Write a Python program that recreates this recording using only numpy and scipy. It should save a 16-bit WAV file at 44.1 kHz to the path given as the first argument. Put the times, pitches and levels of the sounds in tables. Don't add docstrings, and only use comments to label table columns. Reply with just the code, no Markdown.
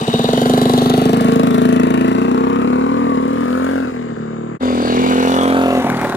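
import sys
import numpy as np
from scipy import signal
from scipy.fft import rfft, irfft, next_fast_len
from scipy.io import wavfile
from scipy.ndimage import uniform_filter1d, map_coordinates

SR = 44100
rng = np.random.default_rng(int(sys.argv[2]) if len(sys.argv) > 2 else 0)


def unload_audio(sound):
    columns = np.transpose(np.atleast_2d(sound))
    steps = np.round(np.clip(columns, -1, 1) * 32767)
    wavfile.write(sys.argv[1], SR, steps.astype(np.int16))


def magnitude_from_level(level_db):
    exponent = np.asarray(level_db, float) / 20
    return 10 ** exponent


N = 271656
SCENE_CHANGE_S = 4.59


def unit(x):
    return x / np.sqrt(np.mean(x ** 2) + 1e-20)


def steady(x, span_s=0.1045):
    return x / np.sqrt(np.abs(uniform_filter1d(x ** 2, int(span_s * SR))) + 1e-12)


def along(points, hz):
    f, v = np.transpose(points)
    return np.interp(np.log(hz + 1), np.log(f + 1), v)


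def curves(rows):
    s, *cols = np.transpose(rows)
    return [np.interp(np.arange(N) / SR, s, c) for c in cols]


def wobble(rate):
    knots = rng.standard_normal(int(N * rate / SR) + 4)
    return map_coordinates(knots, [np.arange(N) * rate / SR])


def filtered(x, response):
    m = next_fast_len(N + SR // 2)
    return irfft(rfft(x, m) * response(np.fft.rfftfreq(m, 1 / SR)), m)[..., :N]


def resonant(x, peaks):
    def bank(f):
        total = 0
        for k, (centre, width, db) in enumerate(peaks):
            peak = 1j * f * width / (centre * centre - f * f + 1j * f * width)
            total = total + (-1) ** k * magnitude_from_level(db) * peak ** 2
        return total
    return unit(filtered(x, bank))


def placed(x, lead_ms, pan_db):
    shift = lead_ms * SR / 2000
    pair = [map_coordinates(x, [np.arange(N) + side * shift], order=3) for side in (1, -1)]
    return np.array(pair) * magnitude_from_level([pan_db / 2, -pan_db / 2])


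def facing(pair, centre_hz, width_hz, boost_db, size=256):
    hz, t, z = signal.stft(pair, SR, nperseg=size)
    centre_hz, boost_db = (np.interp(t, np.arange(N) / SR, v + np.zeros(N)) for v in (centre_hz, boost_db))
    near = np.exp(-((hz[:, None] - centre_hz) / width_hz) ** 2)
    return signal.istft(z * magnitude_from_level(boost_db * near), SR, nperseg=size)[1][..., :N]


# time in seconds, firings a second.
LEAVING = [(0, 13.17), (.27, 21.89), (.49, 25.45), (.8, 24.42), (1.02, 25.8), (2.08, 28.63), (2.78, 36.51),
           (2.91, 39.2), (3.06, 40), (3.16, 36.5), (3.73, 45.15), (4.2, 37.25), (4.59, 38.84)]
PASSING = [(4.59, 42.98), (4.79, 40.4), (5.1, 42.6), (5.53, 44.53), (5.73, 43.33), (6.16, 37.49)]


def firing_rate():
    return curves(LEAVING + PASSING)[0]


FIRST_TURN = (.797, .155)


def crank():
    turns = np.zeros(N)
    for rows, first, start in zip((LEAVING, PASSING), FIRST_TURN, (0, int(SCENE_CHANGE_S * SR))):
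        turns[start:] = np.ceil(turns[start]) + first + np.cumsum(curves(rows)[0][start:]) / SR
    return np.interp(np.arange(N) + .0049 * SR, np.arange(N), turns)


# time in seconds, throttle opening 0 to 1.
THROTTLE = [(0, .6), (.12, 1), (3.79, 1), (3.87, 0), (4.58, 0), (4.6, 1), (5.79, 1), (5.87, 0)]


def throttle_shut():
    return 1 - curves(THROTTLE)[0]


# time in seconds, how squarely a loaded jet points at the listener 0 to 1.
AIM = [(0, .12), (.9, .2), (1.6, .6), (3, .65), (3.8, .8), (3.86, .1), (4.9, .12), (5.2, .8), (5.79, .95),
       (5.84, .5), (6.16, .5)]


def tailpipe_aim():
    return curves(AIM)[0]


MISFIRES = [3.9, 4.155]
# time in seconds, level in dB.
COASTING = [(5.82, -9), (5.845, 1), (5.867, -5), (5.891, -0.5), (5.915, -0.5), (5.940, -2.5), (5.964, -4.5),
            (5.989, -9), (6.015, -7.5), (6.041, -9.5), (6.066, -13), (6.094, -11.5), (6.122, -16),
            (6.143, -7.5)]


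def firings(turns, uneven):
    at = np.flatnonzero(np.diff(np.floor(turns)) > 0)
    luck = rng.standard_normal((len(at), 3))
    late = np.clip(at + (.0012 * SR * uneven[at] * luck[:, 2]).astype(int), 0, N - 1)
    sizes = magnitude_from_level((.3 + 7 * uneven[at]) * luck[:, :2].T)
    coast_s, coast_db = np.transpose(COASTING)
    loaded = late < (coast_s[0] - .012) * SR
    late = np.r_[late[loaded], (coast_s * SR).astype(int)]
    blows = np.zeros((2, N))
    blows[:, late] = np.c_[sizes[:, loaded], [magnitude_from_level(coast_db - coast_db.mean())] * 2]
    for s in MISFIRES:
        blows[:, late[np.argmin(np.abs(late / SR - s))]] *= .35
    return late, blows


def chamber(at, size, modes, note_hz, t60, left, swell_s, crest_s):
    now, left = np.arange(N), np.clip(left, 0, 1)
    last = np.searchsorted(at, now, side="right") - 1
    swell = 1 - np.exp(-((now - at[last.clip(0)]) / SR / swell_s) ** 2)
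    out = 0
    for back, gain in enumerate((swell, 1 - swell * (1 - left), left * (1 - swell))):
        k = (last - back).clip(0)
        age, born = np.abs(now - at[k]) / SR, at[k]
        tone = 0
        for share, db, life in modes:
            decay = magnitude_from_level(db - 60 * age / (life * t60[born]))
            tone = tone + decay * np.cos(2 * np.pi * share * note_hz[born] * (age - crest_s[born]))
        out = out + (last >= back) * gain * size[k] * tone
    return steady(out)


# share of its note, level in dB, share of its t60.
BOOM = [(.8, -10, 0.89), (1.004, 12, 1), (1.38, -38, 0.26)]
# time in seconds, note in Hz, t60 in seconds,
# share of the last ring that outlives the next firing.
CHAMBER = [(0, 234, 0.17, .2), (.4, 245.7, 0.2, 0.18), (1.2, 252.4, 0.13, 0.18), (2, 260.5, 0.12, .2),
           (2.7, 259.6, 0.14, 0.13), (3.3, 259, 0.083, .1), (3.8, 265, 0.21, 0.17),
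           (3.95, 250, 0.21, 0.097), (4.2, 232, 0.09, .1), (4.58, 219, 0.06, .1), (4.6, 256.5, 0.4, 0.4),
           (5.2, 262.4, 0.12, 0.29), (5.79, 262, 0.22, 0.31), (5.85, 245, 0.056, .05),
           (6.16, 241, 0.026, .05)]


def silencer_boom(at, blows, uneven):
    aim = tailpipe_aim()
    swell_s = .003 * (1 - .6 * aim) * np.interp(uneven, [.2, .5], [.9, .12])
    detour_s = np.interp(aim, [.2, .45], [.001, 0])
    crest_s = .0053 - .00004 * np.clip(firing_rate() - 30, 0, None) + detour_s
    return chamber(at, blows[at], BOOM, *curves(CHAMBER), swell_s, crest_s)


# time in seconds, lower note in Hz, its dB over boom, upper note in Hz, its dB over boom.
LOW_NOTES = [(0, 342, -12, 465, -13), (.3, 384, -19.5, 479, -13), (.8, 372.4, -14, 444, -18.5),
             (1.05, 384, -17, 478, -12), (1.3, 380, -19, 478, -7), (2, 370, -9, 466, -15.5),
             (2.4, 394, -10.5, 489, -2.5), (2.8, 404, -14, 512, -6.5), (3.1, 395, -18, 507, -8.5),
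             (3.7, 399, -20, 525, -13.5), (3.9, 390, -18, 481, -14.5), (4.58, 372, -8.5, 473, -29),
             (4.6, 378, -19, 440, -26), (5, 393, -7, 500, -5), (5.4, 427, -17, 530, -5),
             (5.79, 399, -10, 537, -11), (6.16, 395, 0.5, 535, -16)]
# time in seconds, lower note in Hz, its dB over boom, upper note in Hz, its dB over boom.
HIGH_NOTES = [(0, 550, -30, 690, -30), (.3, 520, -13, 690, -12.5), (.7, 590, -26.5, 735, -19),
              (1.3, 570, -50, 698, -17.5), (1.9, 568, -20, 688, -9), (2.5, 526, -35, 685, -11),
              (3, 520, -18, 725, -20), (3.4, 524, -16, 714, -23), (3.75, 554, -12, 740, -20),
              (4, 514, -19, 700, -34), (4.58, 530, -26, 720, -23), (4.6, 567, -9, 660, -31),
              (4.9, 578, -15, 700, -12), (5.2, 528, -14.5, 724, -19), (5.5, 614, -15.5, 742, -8.5),
              (5.79, 580, -8, 740, -4), (5.85, 590, -20, 780, -13), (6.16, 590, -12, 780, -9)]


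def pipe_notes(at, blows):
    aim = tailpipe_aim()
    swell_s = np.interp(aim, [.3, .6], (.0022, .0005))
    crest_s = np.interp(aim, [.3, .6], (.0054, .0006))
    notes = curves(LOW_NOTES) + curves(HIGH_NOTES)
    out = 0
    for hz, db, t60_s in zip(notes[::2], notes[1::2], (.22, .22, .085, .085)):
        drifting_hz = hz * (1 + .007 * wobble(12))
        life_s = t60_s * np.interp(aim, [.2, .5], [.5, 1])
        out = out + magnitude_from_level(db) * chamber(at, blows[at], [(0.95, 0, 1)], drifting_hz, life_s, .13, swell_s, crest_s)
    return out


# time in seconds, heat from cool -1 to hot 1.
HEAT = [(0, -1.1), (.4, -0.047), (2, -0.21), (3.8, -0.12), (3.95, -0.22), (4.2, -0.73), (4.58, -0.35),
        (4.6, -0.41), (5.8, 1), (5.9, -2.8), (6.16, -1.1)]


def ring(blows, modes, swell_s, crest_s, heat_drift=0):
    heat = np.clip(np.clip(curves(HEAT)[0], -1, 1) + heat_drift, -1, 1)
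    t = np.arange(SR // 6) / SR
    out = 0
    for warmth, scale in ((-0.79, 0.98), (-0.71, 1.1), (1.0, 1.059)):
        shape = sum(magnitude_from_level(db - 60 * t / t60) * np.cos(2 * np.pi * hz * scale * (t - crest_s)) for hz, db, t60 in modes)
        part = np.clip(1 - np.abs(heat - warmth), 0, 1)
        out = out + signal.fftconvolve(blows * part, shape * (1 - np.exp(-(t / swell_s) ** 2)))[:N]
    return steady(out)


# mode in Hz, level in dB, t60 in seconds.
THUD = [(120, -5, 0.021), (142.2, 31, 0.062)]
# time in seconds, level in dB.
BREATH = [(0, 3), (.4, -1.5), (1.2, 1), (1.8, -1.5), (2.5, -2.5), (3.3, -12), (3.8, -2), (3.95, -6),
          (4.1, -0.5), (4.58, 0.5), (4.62, -4), (5, 13.5), (5.5, -1), (5.78, -7), (5.86, 5), (6.16, 1)]


def pipe_thud(blows):
    shut = throttle_shut()
    swallowed_db = 6.5 * tailpipe_aim() * (1 - shut) * np.clip(firing_rate() - 28.2, 0, None)
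    level_db = np.maximum(-0.5 - swallowed_db, -14) + 3.5 * shut + curves(BREATH)[0]
    thud = filtered(ring(blows, THUD, .003, .005), lambda hz: (1j * hz / (100 + 1j * hz)) ** 3)
    return magnitude_from_level(level_db) * thud


def slug(blows, push_s, suck_s):
    t = np.arange(SR // 100) / SR - 2 * push_s
    push = -t / push_s ** 2 * np.exp(-(t / push_s) ** 2)
    suck = -t / suck_s ** 2 * np.exp(-(t / suck_s) ** 2)
    return signal.fftconvolve(blows, np.where(t < 0, push, suck))[:N]


# mode in Hz, level in dB, t60 in seconds.
OVERTONES = [(489, 12, 0.019), (690, 5, 0.046), (800, -5.5, 0.074), (991, -0.5, 0.076)]
# delay in ms, level in dB.
ECHOES = [
    (-5.2, -4),
    (-.5, -2),
    (3.9, 0),
    (7.6, -5),
    (11.4, -9),
]


def tailpipe(turns, blows, uneven):
    aim = tailpipe_aim()
    gas = np.exp(-(turns % 1) / .5) * rng.standard_normal(N)
    overtones = ring(blows + (.014 + .06 * uneven) * gas, OVERTONES, .005, .0053, heat_drift=.3 * wobble(5))
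    returns = sum(magnitude_from_level(db) * np.roll(blows, int(ms * SR / 1000)) for ms, db in ECHOES)
    echoes = steady(slug(returns, push_s=0.001038, suck_s=0.00063))
    front = steady(slug(blows, push_s=.00055, suck_s=.00055))
    return magnitude_from_level(-6 - 11.2 * aim) * overtones + magnitude_from_level(-4) * (1 - aim) * echoes + magnitude_from_level(2.0) * aim * front


# time in seconds, intake roar in dB, distance in metres,
# jet turned to the listener 0 to 1.
GEAR = [(0, -25.5, 1.15, 0.34), (.25, -23.5, 1.02, 0.51), (.55, -22, 1.1, 0.99), (.85, -21.5, 0.99, 0.8),
        (1.2, -22.5, 1.5, 0.74), (1.7, -26, 2.44, 1), (2.3, -26, 4.36, 0.65), (2.85, -26, 6.9, 0.7),
        (3.2, -26.5, 5.8, 0.62), (3.68, -25.5, 3.9, 0.82), (3.9, -29.5, 6.2, 0.63),
        (4.2, -34.5, 12.4, 0.07), (4.58, -33.5, 38, 0), (4.6, -25.5, 1.9, 0.13), (4.92, -25.5, 1.01, 0.09),
        (5.35, -17.5, 1, 0.57), (5.55, -19.5, 2.3, 0.93), (6.16, -23, 1.8, 0.63)]
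# time in seconds, level in dB.
EXHAUST = [(0, -21.5), (.12, -16.5), (.55, -12), (1.5, -13), (2.5, -16.5), (3, -17.5), (3.3, -18),
           (3.5, -20), (3.65, -20), (3.8, -21), (4.16, -22), (4.58, -22), (4.6, -17.5), (4.8, -18.5),
           (5.35, -18.5), (5.5, -17.5), (5.8, -18.5), (6.16, -24.5)]


def exhaust(turns, uneven):
    rate, shut, metres = firing_rate(), throttle_shut(), curves(GEAR)[1]
    at, (boom_blows, pipe_blows) = firings(turns, uneven)
    level_db = curves(EXHAUST)[0] - 2.5 * shut
    pipe_db = -4 - 3 * shut + 3.5 * uneven - 0.006 * metres
    hum_db = -17.5 + .5 * (rate - 25) - 4 * shut
    boom = silencer_boom(at, boom_blows, uneven) + pipe_notes(at, pipe_blows)
    pipe = magnitude_from_level(pipe_db) * tailpipe(turns, pipe_blows, uneven)
    hum = magnitude_from_level(hum_db) * np.sin(2 * np.pi * 2 * turns)
    return magnitude_from_level(level_db) * (boom + pipe_thud(boom_blows) + pipe + hum)


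# time in seconds, centre in Hz, level in dB.
GROUND = [(0, 1200, -17), (1, 1070, -8), (1.4, 840, -5), (2.4, 657, -13), (3.4, 776, -13), (3.8, 870, -5.5),
          (4.58, 700, -7), (4.6, 670, -1), (5.2, 890, -1.5), (6.16, 940, -3)]


def over_grass(pipe):
    fast = np.clip(firing_rate() / 10 - 3, 0, 1)
    dip_hz, dip_db = curves(GROUND)
    pipe = facing(pipe, dip_hz, width_hz=185, boost_db=dip_db, size=512)
    pipe = facing(pipe, 301, width_hz=48, boost_db=3.5 * fast, size=1024)
    return facing(pipe, 172.5, width_hz=36, boost_db=-3.5 * fast, size=1024)


def habit(turns, size=400):
    table = uniform_filter1d(rng.standard_normal((int(turns[-1]) + 2, size)), size=7, axis=0)
    return unit(map_coordinates(table, [turns, turns % 1 * size], order=1, mode="grid-wrap")) * 1.6


def patchy(pair):
    z = signal.stft(pair, nperseg=512)[2]
    gains = uniform_filter1d(rng.standard_normal(z.shape[1:]), size=3, axis=0)
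    gains = uniform_filter1d(gains, size=30, axis=1)
    return signal.istft(z * magnitude_from_level(1.8 * unit(gains)), nperseg=512)[1][:, :N]


# time in seconds, centre in Hz, length
# in seconds, level in dB.
GLINTS = [(.15, 2930, 0.14, 5.5), (.15, 3820, 0.46, 10.5), (0.44, 3130, 0.15, 7), (0.452, 3750, 0.2, 3),
          (0.504, 4570, 0.6, 6.5), (0.842, 4100, 0.13, 9.5), (0.81, 3300, 0.25, 6), (1.3, 2970, 1, 2.5),
          (2.088, 2600, 1, 12.5), (3.5, 2500, 0.099, 0), (4.693, 2580, 0.11, 6), (4.822, 3600, .07, 5),
          (4.86, 4540, 0.042, 9), (4.917, 4100, .03, 8), (5.026, 2330, 0.19, 15), (5.098, 2800, 0.16, 7.5),
          (5.252, 2600, 0.046, 6), (5.4, 3400, 0.068, 7), (5.53, 3310, 0.16, 12), (5.677, 2790, 0.14, 15),
          (5.883, 2250, 0.14, 4), (1.25, 1810, 0.24, 0.5), (1.904, 1970, 0.41, 5.5),
          (2.1, 1670, 0.077, 2.5), (2.398, 1330, 0.099, -1), (1.4, 1130, 0.13, -1), (2.698, 1010, 1, 7),
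          (5.94, 1240, 0.27, -7), (0.536, 1950, 0.1, -5), (3.4, 850, 0.25, -5), (4.35, 3700, 0.28, 11),
          (4.35, 4700, 0.31, 7), (3.646, 1500, .2, 3), (5.063, 880, 0.086, 8), (6.04, 2230, 0.059, 12)]


def glinting(pair, size=256):
    hz, t, z = signal.stft(pair, SR, nperseg=size)
    boost_db = 0
    for s, centre_hz, length, db in GLINTS:
        band = ((hz[:, None] - centre_hz) / 200) ** 2
        boost_db = boost_db + db * np.exp(-band - ((t - s) / length) ** 2)
    return signal.istft(z * magnitude_from_level(boost_db), SR, nperseg=size)[1][..., :N]


# centre in Hz, width in Hz, level in dB.
INTAKE = [(945, 764, 21.5), (1466, 1130, 14), (2108, 854, 12.5)]
FINS = [(2600, 680, 4.5), (2960, 410, 9), (3570, 880, 12.5), (4330, 800, 5), (4670, 320, 11)]
HISS = [(5630, 2700, 8), (7840, 3700, 4), (9910, 2330, 8), (12830, 2200, 3), (15400, 860, -1)]
REPEATS = (.75, .4, 0)
# time in seconds, crack out of the hiss, rattle of the fins.
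CRACK = [(0, 1, 0.67), (.5, 2.6, 0.65), (.9, 3.3, 1), (1.2, 4.2, 0.74), (1.8, 12, 2.2), (2.3, 2.6, 4.8),
         (2.9, 0.57, 1), (3.8, 0.44, 0.57), (4.58, .5, .5), (4.62, 0.46, 0.92), (5.2, 0.68, 1.8),
         (5.45, 1, 3), (5.8, 0.84, 1.2), (6.16, 2, 1)]


def running_gear(turns, lead_ms, pan_db):
    roar_db, metres, jet = curves(GEAR)
    rate, shut = firing_rate(), throttle_shut()
    clatter_db = -27 - 20 * np.log10(metres + 0.016) - 2.5 * shut
    hiss_db = clatter_db - 10.5 + 4 * jet + 0.07 * shut * metres
    share = np.clip(jet, 0, 1) * np.clip((37 - rate) / 7, .65, 1)
    cycle = turns % 1
    size = magnitude_from_level(1.45 * rng.standard_normal(int(turns[-1]) + 2))[turns.astype(int)]
    puff = size * np.exp(-cycle / 0.22)
    valves = np.exp(-((cycle - .3) % 1) / 1.5) + np.exp(-((cycle - .86) % 1) / 0.029)
    knock = np.diff(np.floor(turns + .12), prepend=0) > 0
    crack, rattle = np.abs(curves(CRACK)) * size * np.exp(-cycle / .06)
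    intake_beat = .5 + 0.51 * rattle + (1.3 + 1.2 * share) * puff + 2.14 * valves
    fin_beat = 0.64 + 3.85 * share * puff + rattle + valves
    jet_beat = .5 + 2 * share * puff + crack + 0.9 * valves
    same = habit(turns)
    layers = ((roar_db - 3.5, INTAKE, .9, 30, intake_beat),
              (clatter_db - 5.5, FINS, .65, 16, fin_beat),
              (hiss_db - 0.5, HISS, .4, 4, jet_beat))
    out = 0
    for repeats, (level_db, peaks, alike, snap, beat) in zip(REPEATS, layers):
        beat = beat * magnitude_from_level(1.66 * wobble(150) + 0.31 * wobble(16))

        def voice(part):
            noise = np.sqrt(1 - part) * rng.standard_normal(N) + np.sqrt(part) * same
            return steady(resonant(beat * noise + .5 * snap * knock, peaks))
        common = placed(voice(repeats), lead_ms, pan_db)
        apart = np.array([voice(0), voice(0)])
        out = out + magnitude_from_level(level_db) * (np.sqrt(alike) * common + np.sqrt(1 - alike) * apart)
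    out = facing(out, 1200, width_hz=67, boost_db=1.5)
    shade_db = np.clip(0.12 * (hiss_db + 69.0) - 19 * (1 - jet), -25, 0)
    out = facing(out, 11740, width_hz=2970, boost_db=shade_db)
    out = facing(out, 17500, width_hz=1400, boost_db=-0.5 * np.clip(metres, 0, 8))
    return glinting(patchy(out))


def trees(x):
    t = np.arange(SR // 4) / SR
    scatter = rng.standard_normal((2, len(t))) + 1.75 * rng.standard_normal(len(t))
    tail = scatter * magnitude_from_level(-60 * t / 1.0) * (t > .006)
    return signal.fftconvolve(x[None], tail / np.linalg.norm(tail[0]), axes=1)[:, :N]


# frequency in Hz, level in dB per Hz.
FIELD = [(12, -74), (20, -61), (225, -31), (404, 3.5), (811, -16.5), (1200, -55), (5230, -66),
         (7110, -23.5), (15500, -123)]


def field():
    air = unit(filtered(rng.standard_normal((2, N)), lambda hz: magnitude_from_level(along(FIELD, hz))))
    shaking = rng.standard_normal((2, N)) + 1.9 * rng.standard_normal(N)
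    rumble = unit(filtered(shaking, lambda hz: 1 / (1 + (hz / 45) ** 4)))
    rumble = rumble / np.sqrt(curves(GEAR)[1])
    return magnitude_from_level(-37.5 + 0.5 * wobble(5.9)) * air + magnitude_from_level(-28 + 2.5 * wobble(3.44)) * rumble


# time in seconds, level in dB.
LOW_GEAR = [(1.05, -55), (1.2, -31), (1.38, -26), (1.55, -33), (1.8, -55)]
# time in seconds, level in dB.
WHINE = [(1.9, -55), (2.15, -37), (2.75, -38), (2.86, -28), (3.04, -27), (3.1, -20), (3.18, -23),
         (3.3, -31), (3.7, -55)]


def whine(turns):
    out = 0
    for rows, teeth in ((WHINE, 30), (LOW_GEAR, 41.5)):
        level = magnitude_from_level(curves(rows)[0] + 1.5 * wobble(30))
        out = out + level * np.sin(2 * np.pi * teeth * turns + .5 * wobble(40))
    return out


# time in seconds, level in dB, ring in Hz, spit in dB.
POPS = [
    (5.824, -31, 824, -31),
    (5.866, -11.5, 688, -43),
    (5.895, -17.5, 1035, -29),
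    (6.014, -22.5, 870, -2),
    (6.031, -13, 800, -21),
    (6.048, -12, 585, -18),
    (6.06, -17.5, 800, -26),
    (6.092, -15.5, 697, -36),
    (6.125, -19, 700, -28),
]
# time in seconds, level in dB, ring in Hz.
CRACKLE = [(5.828, -21, 1470), (5.875, -22, 1400), (5.9006, -9, 1430), (5.9236, -23, 1460),
           (5.9465, -16, 1750), (5.9715, -19.5, 1300), (5.997, -20, 1900), (6.0143, -14, 1790),
           (6.0493, -12, 1450), (6.0712, -28, 1430), (6.0987, -21, 1340), (6.1236, -22, 1460)]


def pops():
    out, t = np.zeros(N + SR), np.arange(SR // 20) / SR
    for s, db, hz, spit_db in POPS:
        jitter = hz / 9000 * np.cumsum(rng.standard_normal(len(t)))
        bang = magnitude_from_level(-60 * t * hz / 45) * np.sin(2 * np.pi * hz * t + jitter)
        spit = magnitude_from_level(spit_db - 60 * t / 0.014) * np.diff(rng.standard_normal(len(t) + 1))
        out[round(s * SR):][:len(t)] += magnitude_from_level(db) * (bang + spit)
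    for s, db, hz in CRACKLE:
        jitter = 0.19 * np.cumsum(rng.standard_normal(len(t)))
        spark = magnitude_from_level(db + 1 - 60 * t * hz / 18) * np.sin(2 * np.pi * hz * t + jitter)
        out[round(s * SR):][:len(t)] += spark
    return out[:N]


# time in seconds, unevenness 0 to 1.
UNEVEN = [(0, .16), (.4, .09), (1.2, .07), (3.8, .06), (3.88, .3), (3.98, .18), (4.18, .18), (4.24, .07),
          (4.58, .07), (4.62, .08), (5.79, .07), (5.83, .5), (6.16, .55)]
# time in seconds, left lead of the tailpipe in ms, left lead of the engine in ms,
# left over right in dB.
BEARING = [(0, 0.11, 0.367, -1), (.6, 0.096, 0.413, -2.5), (1, 0.17, 0.46, -1.5), (1.4, 0.47, 0.56, -0.5),
           (1.8, 0.59, 0.51, 0.6), (4.58, 0.48, 0.63, -0.5), (4.6, -0.31, -0.417, 0),
           (5, -0.44, -0.4, -2.5), (5.4, -0.27, -0.352, -3), (5.8, -0.13, -0.118, -1),
           (6.16, 0.026, -0.085, -3)]


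def scene():
    turns, (uneven,) = crank(), curves(UNEVEN)
    pipe_ms, engine_ms, pan_db = curves(BEARING)
    pipe = over_grass(exhaust(turns, uneven)) + pops()
    bike = placed(pipe, pipe_ms, pan_db)
    bike = bike + placed(whine(turns), engine_ms, pan_db) + running_gear(turns, engine_ms, pan_db)
    return bike + magnitude_from_level(-13.5) * trees(pipe) + field()


# frequency in Hz, level over the right in dB.
LEFT_PORT = [(300, 1.5), (700, -.5), (1300, 5), (2400, 10.5), (4400, 4), (8000, 6), (15000, 8)]


def low_pass(x):
    return signal.sosfilt(signal.butter(12, 15950, fs=SR, output="sos"), x)


def record(dry):
    def ports(hz):
        bass_cut = (1j * hz / (60 + 1j * hz)) ** 3
        return magnitude_from_level(along(LEFT_PORT, hz) * [[.5], [-.5]]) * bass_cut * (hz < 15950)
    gap = np.arange(N) / SR - SCENE_CHANGE_S
    dip = np.clip(np.where(gap < 0, -gap / 0.031, gap / 0.035), 0, 1) ** 2.04
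    x = filtered(dry, ports) * dip
    x = x / (1 + np.abs(x / .97) ** 6) ** (1 / 6)
    return low_pass(x)


dry = scene()
out = record(dry)
unload_audio(out)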